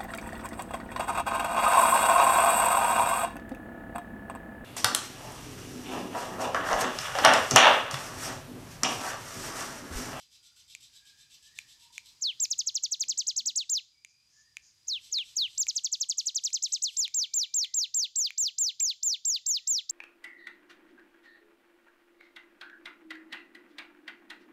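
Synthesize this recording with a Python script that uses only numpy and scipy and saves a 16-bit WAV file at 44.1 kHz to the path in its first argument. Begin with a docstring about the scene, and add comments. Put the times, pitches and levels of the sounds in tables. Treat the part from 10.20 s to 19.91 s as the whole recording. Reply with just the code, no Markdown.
"""A yard, where a small caged songbird sings two runs of sharp falling whistles close by:
drawn-out opening notes, a hooked note, a fast trill, then long arched notes. Each is a gliding tone
with overtones. Further off, other birds rasp and buzz (shaped noise), amid whistles and one low hoot
(quavering tones). Something ticks drily near the cage (short ringing tones); soft bumps, rumble, hiss
and a thin shrill are filtered noise. Walls send back echoes."""
import sys
import numpy as np
from scipy import signal
from scipy.fft import rfft, irfft
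from scipy.io import wavfile
from scipy.ndimage import uniform_filter1d, minimum_filter1d

SR = 44100
rng = np.random.default_rng(int(sys.argv[2]) if len(sys.argv) > 2 else 0)


def unload_audio(sound):
    """Save the sound as a 16-bit wav file, at the path given as the first command line argument."""
    columns = np.transpose(np.atleast_2d(sound))
    # keep every value between -1 and 1, then stretch to whole-number steps
    steps = np.round(np.clip(columns, -1, 1) * 32767)
    wavfile.write(sys.argv[1], SR, steps.astype(np.int16))


N = 428211
T = np.arange(N) / SR
TOP_HZ = 15800  # highest frequency let through


def songbird():
    """The voice organ sings each note; a bounce off the cage ripples it, and air hisses in the beak."""
    # turbulent air in the beak, columns: f/Hz, level/dB
    beak_air = [(1500, -38), (3500, -8), (7000, -16.5), (9500, -6), (12000, -9), (15000, -15.5),
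                (16000, -24.5)]
    song = np.zeros(N)
    for top_s, falls_ms, top_hz, up_db, high_db, low_db in syllables():
        t, sound = note(top_hz, falls_ms, up_db, high_db, low_db)
        start_s = top_s + t[0]
        add(song, sound, start_s)
        # the path by way of the cage shifts from note to note as the bird moves
        bounce_s = rng.uniform(.0005, .0011)
        add(song, .18 * sound, start_s + bounce_s)
    loudness = uniform_filter1d(np.abs(song), size=200)
    return song + undb(-43) * loudness * noise(beak_air)


def syllables():
    """Four kinds of note share out the fall differently; yields top time/s, stages/ms, top pitch/Hz, three dB."""
    # drawn-out opening slides, columns: t/s at the top, fall/ms, added level/dB
    slides = [(2.0172, 81.4, -1.5), (4.6772, 85, -4), (4.9205, 87.6, -2), (5.1621, 87.7, 0)]
    # hooked notes that launch the trills, column: t/s at the top
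    hooks = [2.2063, 5.384]
    # three stages of a hooked note's fall: duration/ms
    hook_stages_ms = (30.2, 18, 7)
    # trill notes, slowing through each run, column: t/s at the top
    trill = [2.3058, 2.3842, 2.4661, 2.5478, 2.6301, 2.715, 2.801, 2.8889, 2.9815, 3.075, 3.1692, 3.264,
             3.3636, 5.4795, 5.5575, 5.6396, 5.721, 5.805, 5.8905, 5.9769, 6.0626, 6.1526, 6.243, 6.336,
             6.43, 6.5282, 6.6276]
    # a slower beat leaves time to voice the upstroke, columns: beat/s, added level/dB
    trill_upstroke = [(.087, -17), (.094, 1.5)]
    # long arched notes, columns: t/s at the top, fall/ms
    arches = [(3.5019, 86.5), (6.7746, 85), (6.9486, 100.7), (7.1442, 102.5), (7.3466, 104.5),
              (7.547, 104.7), (7.7486, 108), (7.9639, 113.2), (8.185, 104), (8.3891, 113.4), (8.6052, 113),
              (8.836, 116.2), (9.057, 114.6), (9.2687, 111.8), (9.479, 119), (9.7012, 340)]
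    # voice of each kind, columns: top pitch f/Hz, upstroke level/dB, upper fall level/dB, lower fall level/dB
    slide_voice = (7664.5, -41.5, -24.5, -25.5)
    hook_voice = (7657, -22, -23.5, -40)
    trill_voice = (7871, -24.5, -22.5, -32.5)
    arch_voice = (7565.5, -21.5, -24.5, -27.5)

    top_hz, *levels_db = slide_voice
    first_ms, second_ms = 6.8, 21.5  # the lowest stage takes the rest
    for s, fall_ms, db in slides:
        stages_ms = (first_ms, second_ms, fall_ms - first_ms - second_ms)
        yield s, stages_ms, top_hz, *np.add(levels_db, db)

    for s in hooks:
        yield s, hook_stages_ms, *hook_voice

    # a trill note fills a steady share of the beat up to the next note, so it lengthens as the trill slows
    onsets = np.array(trill + [s for s, _ in arches])
    top_hz, up_db, high_db, low_db = trill_voice
    second_ms = 15.27
    for s in trill:
        beat_s = onsets[onsets > s].min() - s
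        fall_ms = 0.43 * 1000 * beat_s
        first_ms = 0.087 * 1000 * beat_s
        stages_ms = (first_ms, second_ms, fall_ms - first_ms - second_ms)
        added_db = np.interp(beat_s, *np.transpose(trill_upstroke))
        yield s, stages_ms, top_hz, up_db + added_db, high_db, low_db

    low_ms, first_share = 23.2, 0.46  # lowest stage; the first stage's share of what is left
    for s, fall_ms in arches:
        upper_ms = fall_ms - low_ms
        yield s, (first_share * upper_ms, (1 - first_share) * upper_ms, low_ms), *arch_voice


def note(top_hz, falls_ms, up_db, high_db, low_db):
    """The voice organ flicks up to a top pitch, then slides down while the air pressure runs out."""
    # overtones, the half ones from period doubling, columns: multiple of the pitch, level/dB
    overtone_levels = [(.5, -19), (1.5, -28), (2, -19), (2.5, -64), (3, -23.5), (4, -68)]
    # how throat and beak pass the overtones, columns: f/Hz, level/dB
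    throat = [(1400, -58), (2000, -17.5), (2800, -12), (3700, -8.5), (5500, 4), (7300, 3.5), (9000, -2),
              (10500, -3), (12000, 5.5), (13500, 8), (15200, 7.5), (15800, -12.5)]
    # pitches on the way: start, upstroke, ends of the three stages of the fall, bottom, end
    start_hz, upstroke_hz, low_hz, end_hz = 3600, 5200, 2550, 1950
    first_hz, second_hz, third_hz = 6800, 4600, 3100
    rise_s, longest_drop_s = 0.0095, 0.011

    # times are counted from the top of the note
    first, second, third = np.cumsum(falls_ms) / 1000
    # the last slope carries on to the bottom of the range, where the pitch collapses
    bottom = third + (third - second) * (third_hz - low_hz) / (second_hz - third_hz)
    end = bottom + longest_drop_s * min((third - second) / 0.026, 1) ** 2
    t = np.arange(-1.3 * rise_s, end + 0.0044, 1 / SR)
    hz = np.interp(t, [-rise_s, -.57 * rise_s, 0, first, second, third, bottom, end],
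                   [start_hz, upstroke_hz, top_hz, first_hz, second_hz, third_hz, low_hz, end_hz])
    # the longer the top is held, the rounder the start of the fall
    held = min(first / .036, 1)
    rounded = top_hz + (first_hz - top_hz) * np.abs(t / first) ** (1.5 + 0.37 * held)
    hz = np.where((t > 0) & (t < first), rounded, hz)
    # the muscles flick fast but relax slowly, so the lower bend is soft
    relaxed = np.interp(t, [first, (first + second) / 2, third, end], [0, 1, 1, 0])
    bend_s = min(.8 * (second - first), .02)
    soft_hz = uniform_filter1d(hz, size=int(bend_s * SR))
    quick_hz = uniform_filter1d(hz, size=70)
    hz = relaxed * soft_hz + (1 - relaxed) * quick_hz
    # a quick waver and a slower sway of the pitch
    hz = hz * (1 + .0049 * wander(t, 350) + .005 * wander(t, 45))

    # strength in columns t/s, level/dB: it dips at a sharp turn and fades before the end
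    fade_from = max(end - .028, (second + third) / 2)
    strength = [
        (t[0], up_db - 45),
        (-.75 * rise_s, up_db - 15),
        (-.33 * rise_s, up_db - 3),
        (0, (up_db + high_db) / 2 - 11 * (1 - held)),
        (first, high_db + 1),
        ((first + second) / 2, high_db - 3),
        (second, (high_db + low_db) / 2),
        (fade_from, low_db - .5),
        ((fade_from + end) / 2, low_db - 7),
        (end, low_db - 20),
        (t[-1], low_db - 64)]
    # the throat resonance favours some pitches, columns: f/Hz, level/dB
    resonance = [(2000, -15), (3400, 1), (7200, 1.5), (7650, -4), (8100, 16.5)]
    pressure = undb(np.interp(t, *np.transpose(strength))) * gain_at(hz, resonance)

    phase = 2 * np.pi * np.cumsum(hz) / SR
    overtones = 0
    for multiple, db in overtone_levels:
        overtone_hz = multiple * hz
        flutter_db = 3 * wander(t, 127.3)
        level = undb(db + flutter_db) * gain_at(overtone_hz, throat)
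        overtones += level * (overtone_hz < TOP_HZ) * np.sin(multiple * phase)
    # held notes are pushed harder and sound brighter than brief ones
    brightness = undb(5 * held - 20)
    return t, pressure * (np.sin(phase) + brightness * overtones)


def ticks():
    """Hard little contacts ring at several pitches for a few milliseconds and rebound faintly."""
    # dry ticks before a shared boost, columns: t/s, level/dB
    tick_list = [(0.5496, -29), (1.3877, -28), (1.7794, -28), (2.2538, -35), (2.8379, -35), (3.8477, -37),
                 (4.3685, -31), (4.9856, -34), (5.4675, -30), (6.3031, -44), (6.8783, -34), (7.4454, -35),
                 (8.105, -35), (8.6068, -35)]
    # what a tick rings with, columns: f/Hz, time to fall by 60 dB/s, level/dB
    modes = [(520, .004, -15), (950, .003, -13), (2120, .003, -9), (2390, .008, 0), (4300, .002, -11),
             (5800, .002, -10), (7000, .003, -5), (11500, .0012, -13)]
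    boost_db, rebound_db, lag_s = 8, -27, .0007
    out, t = np.zeros(N), np.arange(SR // 50) / SR
    for s, db in tick_list:
        detune = rng.normal(1, .015)
        rebound_s = rng.uniform(.02, .032)
        ring = np.zeros(len(t))
        for k, (hz, t60, mode_db) in enumerate(modes):
            level = undb(mode_db + 2 * rng.standard_normal() - 60 * t / t60)
            # neighbouring modes start in opposite directions
            ring += (-1) ** k * level * np.sin(2 * np.pi * hz * detune * t)
        add(out, undb(db + boost_db) * ring, s + lag_s)
        add(out, undb(db + boost_db + rebound_db) * ring, s + rebound_s)
    # so small a body radiates little bass
    return signal.sosfilt(signal.butter(2, 2000, "high", fs=SR, output="sos"), out)


def rasps():
    """A second bird keeps a steady beat through each bout, rasping through its throat."""
    # bouts of rasps, columns: start t/s, end t/s, time between rasps/s, length of a rasp/s
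    bouts = [(-.023, 1.9, .1244, 0.062), (4.798, 6.75, .235, 0.11)]
    # loudness of the rasps before a shared boost, columns: t/s, level/dB
    loudness = [(0, -54.5), (.36, -55), (.55, -49.5), (.75, -54), (1.7, -52), (1.9, -54), (5.05, -53),
                (5.6, -59.5), (6, -57), (6.7, -54)]
    # throat colour, columns: f/Hz, level/dB
    colour = [(1500, -44), (2400, -10.5), (3200, -4.5), (3900, -0.5), (4600, -4), (5800, -2), (6900, -7.5),
              (7900, 1.5), (9400, -20.5), (11000, -9.5), (12500, -17), (14000, -28), (16000, -51)]
    calls = []
    for start, end, beat, length in bouts:
        for s in np.arange(start, end, beat):
            calls.append((s, length, np.interp(s, *np.transpose(loudness))))
    return harsh_calls(calls, colour, boost_db=2)


def buzzes():
    """Faint high buzzes from further off, made as toneless calls."""
    # the buzzes before a shared boost, columns: t/s, length/s, level/dB
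    calls = [(3.87, 0.051, -67), (4.09, 0.16, -65), (4.41, 0.098, -63)]
    # throat colour, columns: f/Hz, level/dB
    colour = [(2500, -16), (4000, -10.5), (5200, 4.5), (7000, 9.5), (7800, -15), (12000, -48)]
    return harsh_calls(calls, colour, boost_db=5)


def harsh_calls(calls, colour, boost_db):
    """Toneless calls: a chaotic, fluttering voice organ heard through fixed throat resonances."""
    swell = np.zeros(N)
    for s, length, db in calls:
        t = np.arange(0, length, 1 / SR)
        add(swell, undb(db + boost_db) * arch(t, length), s)
    flutter = undb(4 * wander(T, 350))
    return swell * noise(colour) * flutter


def whistles_and_hoot():
    """Far-off whistles and one low hoot: pure tones that quaver as they glide upward."""
    # the tones before the yard softens them, columns: t/s, length/s, starting f/Hz, level/dB
    tones = [(.184, 0.21, 1390, -71.5), (.675, .39, 1607, -66), (.747, 0.48, 2380, -74),
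             (1.203, .22, 1710, -60), (1.55, .18, 934, -58), (3.161, 0.079, 228, -55),
             (3.69, 0.34, 2310, -72.5), (4.115, 0.15, 1716, -63), (5.831, 0.083, 1060, -71),
             (6.85, 0.58, 2280, -68), (7.389, 0.073, 1880, -61), (9.183, .35, 1883, -74.5),
             (9.252, .4, 1276, -80)]
    out = np.zeros(N)
    for s, length, first_hz, db in tones:
        t = np.arange(0, length, 1 / SR)
        quaver = 1 + .04 * wander(t, 110)
        climb = 1 + .06 * t / length
        phase = 2 * np.pi * np.cumsum(first_hz * climb * quaver) / SR
        add(out, undb(db) * arch(t, length) * np.sin(phase), s)
    return out


def bumps():
    """Soft, dull knocks somewhere in the yard: low noise that swells quickly and dies away."""
    # the bumps, columns: t/s, length/s, level/dB
    bump_list = [(2.83, .2, -71), (4.89, 0.21, -76.5)]
    # their muffled colour, columns: f/Hz, level/dB
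    colour = [(80, -21), (170, 0), (330, 4), (650, -6), (1000, -16), (3000, -45)]
    swell = np.zeros(N)
    for s, length, db in bump_list:
        t = np.arange(0, length, 1 / SR)
        add(swell, undb(db) * arch(t, length) * (1 - t / length), s)
    return swell * noise(colour)


def background():
    """Low rumble and soft hiss as shaped noise, with a thin shrill, like a far insect, as a narrow band."""
    # colour of the yard's noise, columns: f/Hz, level/dB
    yard = [(25, -16), (45, 0), (130, -1), (180, -8.5), (350, -13.5), (600, -20.5), (1000, -14),
            (1400, -15.5), (2100, -11.5), (3300, -9.5), (5200, -4.5), (7000, -8), (9000, -16), (14000, -23),
            (16000, -33)]
    # its loudness before small random changes, columns: t/s, level/dB
    yard_level = [(0, -70.5), (.8, -67.5), (2.1, -66), (3.7, -76), (5.3, -65), (5.7, -74), (7, -73),
                  (7.8, -79.5), (9.7, -78.5)]
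    level_db = np.interp(T, *np.transpose(yard_level))
    air = noise(yard) * undb(level_db + wander(T, 12))
    shrill_hz, shrill_db = 4860, -72
    narrow_band = [(shrill_hz * .9, -60), (shrill_hz * .988, 0), (shrill_hz * 1.012, 0), (shrill_hz * 1.1, -60)]
    shrill = noise(narrow_band) * undb(shrill_db + wander(T, 11))
    return air + shrill


def slaps(sound):
    """Each near wall returns a distinct, faint copy of the sound."""
    # reflections off the nearest walls, columns: delay/s, level/dB
    walls = [(.014, -27.5), (.026, -28.5), (.041, -34)]
    out = np.zeros(N)
    for delay_s, db in walls:
        add(out, undb(db) * sound, delay_s)
    return out


def echoes(sound, early_t60, late_t60):
    """Scattered reflections: a strong and a softer layer, each fading by 60 dB in its own time (s)."""
    # colour of the reflections, columns: f/Hz, level/dB
    colour = [(500, -16.5), (2200, -2.5), (3800, -2), (6000, -6), (7500, -9.5), (10000, -12), (16000, -3)]
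    t = T[:SR * 3 // 4]
    grain = noise(colour)[:len(t)] * undb(0.37 * wander(t, 650))
    fading = undb(-60 * t / early_t60) + undb(-8 - 60 * t / late_t60)
    response = grain * fading * (t > .0019)  # a short gap before the first reflection
    unit_energy = response / np.linalg.norm(response)
    return signal.fftconvolve(sound, unit_energy)[:N]


def undb(db):
    """Decibels to gain."""
    return 10 ** (np.asarray(db) / 20)


def add(out, x, s):
    """Mix x into out from time s, cutting off whatever falls outside."""
    i = int(round(s * SR))
    x, i = x[max(-i, 0):], max(i, 0)
    out[i:i + len(x)] += x[:max(N - i, 0)]


def gain_at(hz, points):
    """Gain at the given frequencies, read from a curve of (f/Hz, level/dB) points."""
    f, db = np.transpose(points)
    return undb(np.interp(np.log(hz + 1), np.log(f), db))


def noise(points):
    """Random noise with the given spectrum and an rms level of 1."""
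    spectrum = rfft(rng.standard_normal(N))
    x = irfft(spectrum * gain_at(np.fft.rfftfreq(N, 1 / SR), points), N)
    return x / x.std()


def wander(t, rate):
    """Random values joined by straight lines, rate of them a second."""
    values = rng.standard_normal(4096)
    return np.interp((t - t[0]) * rate, np.arange(len(values)), values)


def arch(t, length):
    """Smooth swell and fade over length seconds."""
    return np.sqrt(np.abs(np.sin(np.pi * np.clip(t / length, 0, 1))))


def scene():
    """The singer and ticks are close and nearly dry; the sounds further off come mostly by way of the walls."""
    near = songbird() + ticks()
    neighbours = rasps() + buzzes()
    to_walls = undb(-19.5) * near + undb(-5) * neighbours
    reflected = slaps(near) + echoes(to_walls, early_t60=0.15, late_t60=0.49)
    far = undb(-3) * echoes(whistles_and_hoot(), early_t60=0.86, late_t60=0.46)
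    return (near + undb(-11) * neighbours + reflected + far + bumps() + background())[None]


def record(dry):
    """A fast limiter holds the loudest notes to one height; a steep filter then cuts the top."""
    ceiling_db, window = -20, 180  # window in samples
    wanted = np.minimum(1, undb(ceiling_db) / (np.abs(dry) + 1e-9))
    gain = uniform_filter1d(minimum_filter1d(wanted, size=window), size=window)
    top_cut = signal.ellip(10, .1, 80, TOP_HZ, fs=SR, output="sos")
    return signal.sosfilt(top_cut, gain * dry)


dry = scene()
out = record(dry)
unload_audio(out)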